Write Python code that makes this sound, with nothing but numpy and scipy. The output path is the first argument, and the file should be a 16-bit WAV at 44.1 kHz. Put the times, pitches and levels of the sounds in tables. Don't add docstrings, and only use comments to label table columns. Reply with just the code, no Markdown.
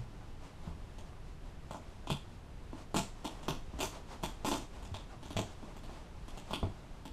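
import sys
import numpy as np
from scipy import signal
from scipy.fft import rfft, irfft
from scipy.io import wavfile
from scipy.ndimage import uniform_filter1d, map_coordinates

SR = 44100
rng = np.random.default_rng(int(sys.argv[2]) if len(sys.argv) > 2 else 0)


def master_out(mix):
    frames = np.transpose(np.atleast_2d(mix))
    ceiling = np.clip(frames, -1, 1)
    pcm = np.round(ceiling * 32767).astype(np.int16)
    wavfile.write(sys.argv[1], SR, pcm)


N = 313992

# (frequency [Hz], relative level per Hz [dB])
ROOM_NOISE = [(12, -8), (20, 2), (80, -8), (124, -12.5), (155, -13), (211, -18.5), (286, -19.5), (525, -27),
              (865, -29.5), (1270, -32.5), (2280, -37.5), (2620, -37.5), (11400, -53.5), (13800, -61.5),
              (15000, -86)]
# (frequency [Hz], relative level per Hz [dB])
SIDE_NOISE = [(30, -3.5), (120, -9), (400, -12.5), (2000, -18.5), (7000, -21), (13000, -28)]
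# (delay [s], level before the send's own echo level [dB])
ECHOES = [(.0049, 0), (.0132, -5), (.0205, -9), (.0254, -1), (.0687, -14)]
# (frequency [Hz], time to fall by 60 dB [s])
ROOM_DECAY = [(100, 0.34), (700, 0.2), (2000, 0.27), (5000, 0.35), (8000, 0.34), (13000, 0.25)]
# (time [s], level [dB])
HAND_ACTIVITY = [(0.3, -57), (1.5, -61), (2.6, -61), (3.95, -53), (4.7, -54.5), (5.5, -56), (6.15, -59),
                 (6.5, -52), (6.85, -61)]
# (frequency [Hz], relative level per Hz [dB])
CLOTH_COLOUR = [(80, -20), (250, -4.5), (500, -4), (950, -4), (1600, -15), (3200, -17), (8000, -24.5),
                (15000, -45)]
# (time [s], frequency [Hz], starting level [dB])
TABLE_THUMPS = [(0.0, 119, -36), (0.671, 162, -37), (0.676, 77, -36), (2.114, 142, -28.5),
                (2.958, 196, -29), (3.486, 150.2, -33.5), (3.74, 57.3, -40), (4.477, 287.3, -29.5),
                (4.916, 91, -34.5), (5.359, 109.4, -32.5), (5.386, 103.6, -35), (6.633, 94, -26)]
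# (time [s], level [dB])
BUMPS = [(0.673, -28.5), (2.73, -24.5), (3.736, -28), (5.628, -27), (5.894, -29.5), (6.6295, -14)]
# (time [s], level [dB])
TICKS = [(0.9842, -41), (3.2451, -32), (3.4304, -39), (3.7896, -32), (4.2291, -33), (4.8264, -40),
         (4.8505, -41.5), (5.2291, -39), (5.258, -41.5), (5.3052, -33.5), (5.7658, -41.5), (5.8358, -41),
         (6.2811, -39), (6.3745, -36.5), (7.0535, -35)]
# (start [s], length [s], crackle level [dB], wood level [dB], brightness [dB per octave, well above 1 kHz])
PULLS = [(2.954, 0.036, -26.5, -12, 3), (3.805, 0.041, -22.5, -13, 13), (4.451, 0.045, -19.5, -9, 5),
         (4.512, .044, -27.5, -16, 3)]
# (time [s], wood knock level [dB], crack level before a 0.5 dB cut [dB],
# steel ring level [dB], ring centre [Hz], knock centre [Hz])
SNAPS = [(1.709, -17, -35.5, -36, 3200, 760), (1.7449, -18, -40.5, -48, 3130, 850),
         (2.0714, -17.5, -35.5, -29.5, 3060, 880), (2.1016, -10, -23.5, -18, 3300, 1070),
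         (2.9435, -9, -21.5, -28.5, 3110, 895), (2.9621, -9, -19, -20.5, 2630, 850),
         (2.9677, -15.5, -17.5, -28, 2830, 915), (3.251, -14, -27, -26.5, 3040, 800),
         (3.4824, -9.5, -20.5, -20.5, 2750, 1080), (3.8038, -14.5, -21, -18.5, 3000, 636),
         (3.8306, -13.5, -21.5, -36, 2940, 940), (4.2352, -11.5, -22, -23, 3420, 915),
         (4.4468, -11, -26.5, -25, 2930, 800), (4.5146, -10, -22, -21, 3150, 950),
         (4.5286, -12, -32, -30, 2990, 824), (4.5566, -15.5, -25.5, -44, 3200, 840),
         (4.9425, -19.5, -34, -27.5, 3570, 940), (5.3668, -11, -22.5, -19.5, 2930, 690),
         (5.3904, -11, -28, -42, 3300, 716), (6.5079, -16, -32, -33, 3330, 850),
         (6.5329, -11.5, -25.5, -19, 3300, 1140)]
# (frequency [Hz], width [Hz], relative level [dB])
WOOD_MODES = [(639, 93, 1), (870, 54, 1.5), (1027, 118, -2), (1420, 157, -8.5), (2070, 390, -17.5)]
# (frequency [Hz], width [Hz], relative level [dB])
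BODY_MODES = [(215, 144, -1), (283.4, 61, 2.5), (374, 220, -10)]
# (frequency [Hz], width [Hz], relative level [dB])
STEEL_MODES = [(2475, 186, 1.5), (2666, 310, 0), (3315, 226, 1.5), (3556, 180, 1), (4520, 610, -5.5),
               (4900, 200, -3)]
# (frequency [Hz], width [Hz], relative level [dB])
WIRE_MODES = [(6240, 49, -15), (6850, 82, 12), (7050, 190, -21), (7810, 190, 6), (8760, 70, -13),
              (9670, 98, 1)]
# (frequency [Hz], relative level per Hz [dB])
CRACK_COLOUR = [(300, -19), (1500, 6), (2300, 5), (4000, 5), (5500, 7), (7000, 9.5), (8200, 6), (9500, -1),
                (12000, -2.5), (15000, -14)]

ROOM_NOISE_DB, SIDE_NOISE_DB = -47.5, -90
TOP_HZ = 15200
THUMP_T60_S = 0.22
LIGHT_RING_HZ, LIGHT_KNOCK_HZ = 3260, 830
BUMP_CRACK_DB, BUMP_STEEL_DB, BUMP_BODY_DB = -28.5, -23.5, 6.5
TICK_CRACK_DB, TICK_STEEL_DB, TICK_WOOD_DB, TICK_BODY_DB = 0.5, -0.5, 10, 13.5
PULL_STEEL_DB = -3
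HEAVY_DB, HEAVY_BODY_DB = -8.5, 2.5
FLEX = 0.77


def amp(db):
    return 10 ** (np.asarray(db) / 20)


def unit(x):
    return x / np.sqrt(np.mean(x ** 2) + 1e-20)


def along(points, hz):
    f, v = np.transpose(points)
    return np.interp(np.log(hz + 1), np.log(f), v)


def wobble(rate):
    knots = rng.standard_normal(int(N * rate / SR) + 4)
    return map_coordinates(knots, [np.arange(N) * rate / SR])


def add(track, s, sound):
    part = track[max(round(s * SR), 0):][:len(sound)]
    part += sound[:len(part)]


def noise(colour):
    gain = amp(along(colour, np.fft.rfftfreq(N, 1 / SR)))
    return unit(irfft(rfft(rng.standard_normal(N)) * gain, N))


def in_room(x, echo_db, tail_db, build=0.0031, sparse_db=7, merge=0.053):
    age = np.arange(SR // 2) / SR
    spread = amp(sparse_db * np.exp(-age / merge) * rng.standard_normal(len(age)))
    local_rms = np.sqrt(uniform_filter1d(spread ** 2, size=600))
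    scatter = rng.standard_normal(len(age)) * spread / local_rms
    hz, t, z = signal.stft(scatter, SR, nperseg=256)
    decay = amp(-60 * t / along(ROOM_DECAY, hz)[:, None])
    tail = signal.istft(z * decay * (1 - np.exp(-t / build)), SR, nperseg=256)[1]
    response = amp(tail_db) * tail / np.linalg.norm(tail)
    response[0] += 1
    for delay, db in ECHOES:
        add(response, delay, amp([db + echo_db]))
    return signal.fftconvolve(x, response)


def radiate(low, high):
    return in_room(low, echo_db=-19.5, tail_db=0) + in_room(high, echo_db=2, tail_db=5.0)


def ring(modes, scatter_db, detune, centre_hz=1000, focus_db=0, size=4096):
    t = np.arange(size) / SR
    hz, width, db = np.transpose(modes)[:, :, None]
    strength, shift = rng.standard_normal((2, len(modes), 1))
    sign = (-1) ** np.arange(len(modes))[:, None]
    octaves_off = np.abs(np.log2(hz / centre_hz))
    gain = sign * width * amp(db + scatter_db * strength - focus_db * octaves_off)
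    fade = np.exp(-np.pi * width * t)
    wave = np.sum(gain * fade * np.sin(2 * np.pi * hz * (1 + detune * shift) * t), 0)
    return wave / np.linalg.norm(wave)


def crack(ragged_db, tilt_db=0, size=4096, count=90):
    hz = np.fft.rfftfreq(size, 1 / SR)
    ragged = np.interp(hz, np.linspace(0, SR / 2, count), rng.standard_normal(count))
    level_db = along(CRACK_COLOUR, hz) + ragged_db * ragged + tilt_db * np.log2(1 + hz / 1000)
    cepstrum = irfft(np.log(amp(level_db)))
    wave = irfft(np.exp(rfft(2 * cepstrum[:size // 2], size)))
    return wave / np.linalg.norm(wave)


def fracture(t60, after_db, size=512):
    run = rng.standard_normal(size) * amp(-60 * np.arange(size) / SR / t60)
    run *= amp(after_db) / np.linalg.norm(run)
    run[0] = 1
    return run / np.linalg.norm(run)


def contact(wood_db, body_db, crack_db, steel_db, ring_hz, knock_hz):
    knock = amp(wood_db) * ring(WOOD_MODES, scatter_db=1.0, detune=0.0048, centre_hz=knock_hz, focus_db=10.5)
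    body = amp(body_db) * ring(BODY_MODES, scatter_db=3.5, detune=0.012)
    steel = amp(steel_db) * ring(STEEL_MODES, scatter_db=0.5, detune=0.0099, centre_hz=ring_hz, focus_db=9)
    splinter = np.convolve(crack(ragged_db=1.5), fracture(t60=0.003, after_db=-4))[:len(knock)]
    wire = ring(WIRE_MODES, scatter_db=3.5, detune=0.006)
    click = amp(crack_db) * (splinter + amp(-14.5) * wire)
    return np.array([knock + body, steel + click])


def room_noise():
    return amp(ROOM_NOISE_DB) * noise(ROOM_NOISE)


def side_noise():
    return amp(SIDE_NOISE_DB) * noise(SIDE_NOISE)


def rubbing(count=70):
    level_db = np.interp(np.arange(N) / SR, *np.transpose(HAND_ACTIVITY))
    taps = np.zeros(N)
    for place, force in rng.random((count, 2)):
        at = int(place * (N - 1))
        tap_db = level_db[at] + 15.0 + 8.1 * force
        add(taps, at / SR, amp(tap_db) * ring(WOOD_MODES, scatter_db=5.5, detune=0.064))
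    cloth = amp(level_db - 4.5 + 3.94 * wobble(rate=16)) * noise(CLOTH_COLOUR)
    return cloth + in_room(taps, echo_db=-3.0, tail_db=1.5)[:N]


def thumps(rise=0.00094):
    out, t = np.zeros(N), np.arange(SR // 2) / SR
    for s, hz, db in TABLE_THUMPS:
        envelope = amp(db - 60 * t / THUMP_T60_S) * (1 - np.exp(-t / rise))
        add(out, s, envelope * np.sin(2 * np.pi * hz * t))
    return out


def bumps():
    out = np.zeros(N)
    for s, db in BUMPS:
        bump = contact(0, BUMP_BODY_DB, BUMP_CRACK_DB, BUMP_STEEL_DB, LIGHT_RING_HZ, LIGHT_KNOCK_HZ)
        add(out, s, amp(db) * radiate(*bump))
    return out


def ticks():
    out = np.zeros(N)
    for s, db in TICKS:
        tick = contact(TICK_WOOD_DB, TICK_BODY_DB, TICK_CRACK_DB, TICK_STEEL_DB,
                       LIGHT_RING_HZ, LIGHT_KNOCK_HZ)
        add(out, s, amp(db) * radiate(*tick))
    return out


def pulls(count=14):
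    out = np.zeros(N)
    for s, length, crackle_db, wood_db, bright_db in PULLS:
        knocks, cracks = np.zeros((2, SR // 4))
        moments = length * (np.arange(count) + rng.random(count)) / count
        sizes = unit(amp(4.5 * rng.standard_normal(count))) / np.sqrt(count)
        for moment, size in zip(moments, sizes):
            wood = ring(WOOD_MODES, scatter_db=2, detune=0.015)
            body = ring(BODY_MODES, scatter_db=2, detune=0.02)
            add(knocks, moment, size * (wood + body))
            add(cracks, moment, size * crack(ragged_db=2, tilt_db=bright_db))
            steel = ring(STEEL_MODES, scatter_db=2, detune=0.01)
            add(cracks, moment, size * amp(PULL_STEEL_DB) * steel)
        add(out, s, radiate(amp(wood_db) * knocks, amp(crackle_db) * cracks))
    return out


def snaps():
    out = np.zeros(N)
    for s, wood_db, crack_db, steel_db, ring_hz, knock_hz in SNAPS:
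        body_db = wood_db + HEAVY_BODY_DB + FLEX * (wood_db - HEAVY_DB)
        snap = contact(wood_db, body_db, crack_db - 0.5, steel_db, ring_hz, knock_hz)
        add(out, s, radiate(*snap))
    return out


def scene():
    background = room_noise() + rubbing() + thumps()
    tool_work = bumps() + ticks() + pulls() + snaps()
    mono = background + tool_work
    side = side_noise()
    return np.array([mono + side, mono - side])


def record(dry):
    keep = np.fft.rfftfreq(N, 1 / SR) < TOP_HZ
    return irfft(rfft(dry) * keep, N)


dry = scene()
out = record(dry)
master_out(out)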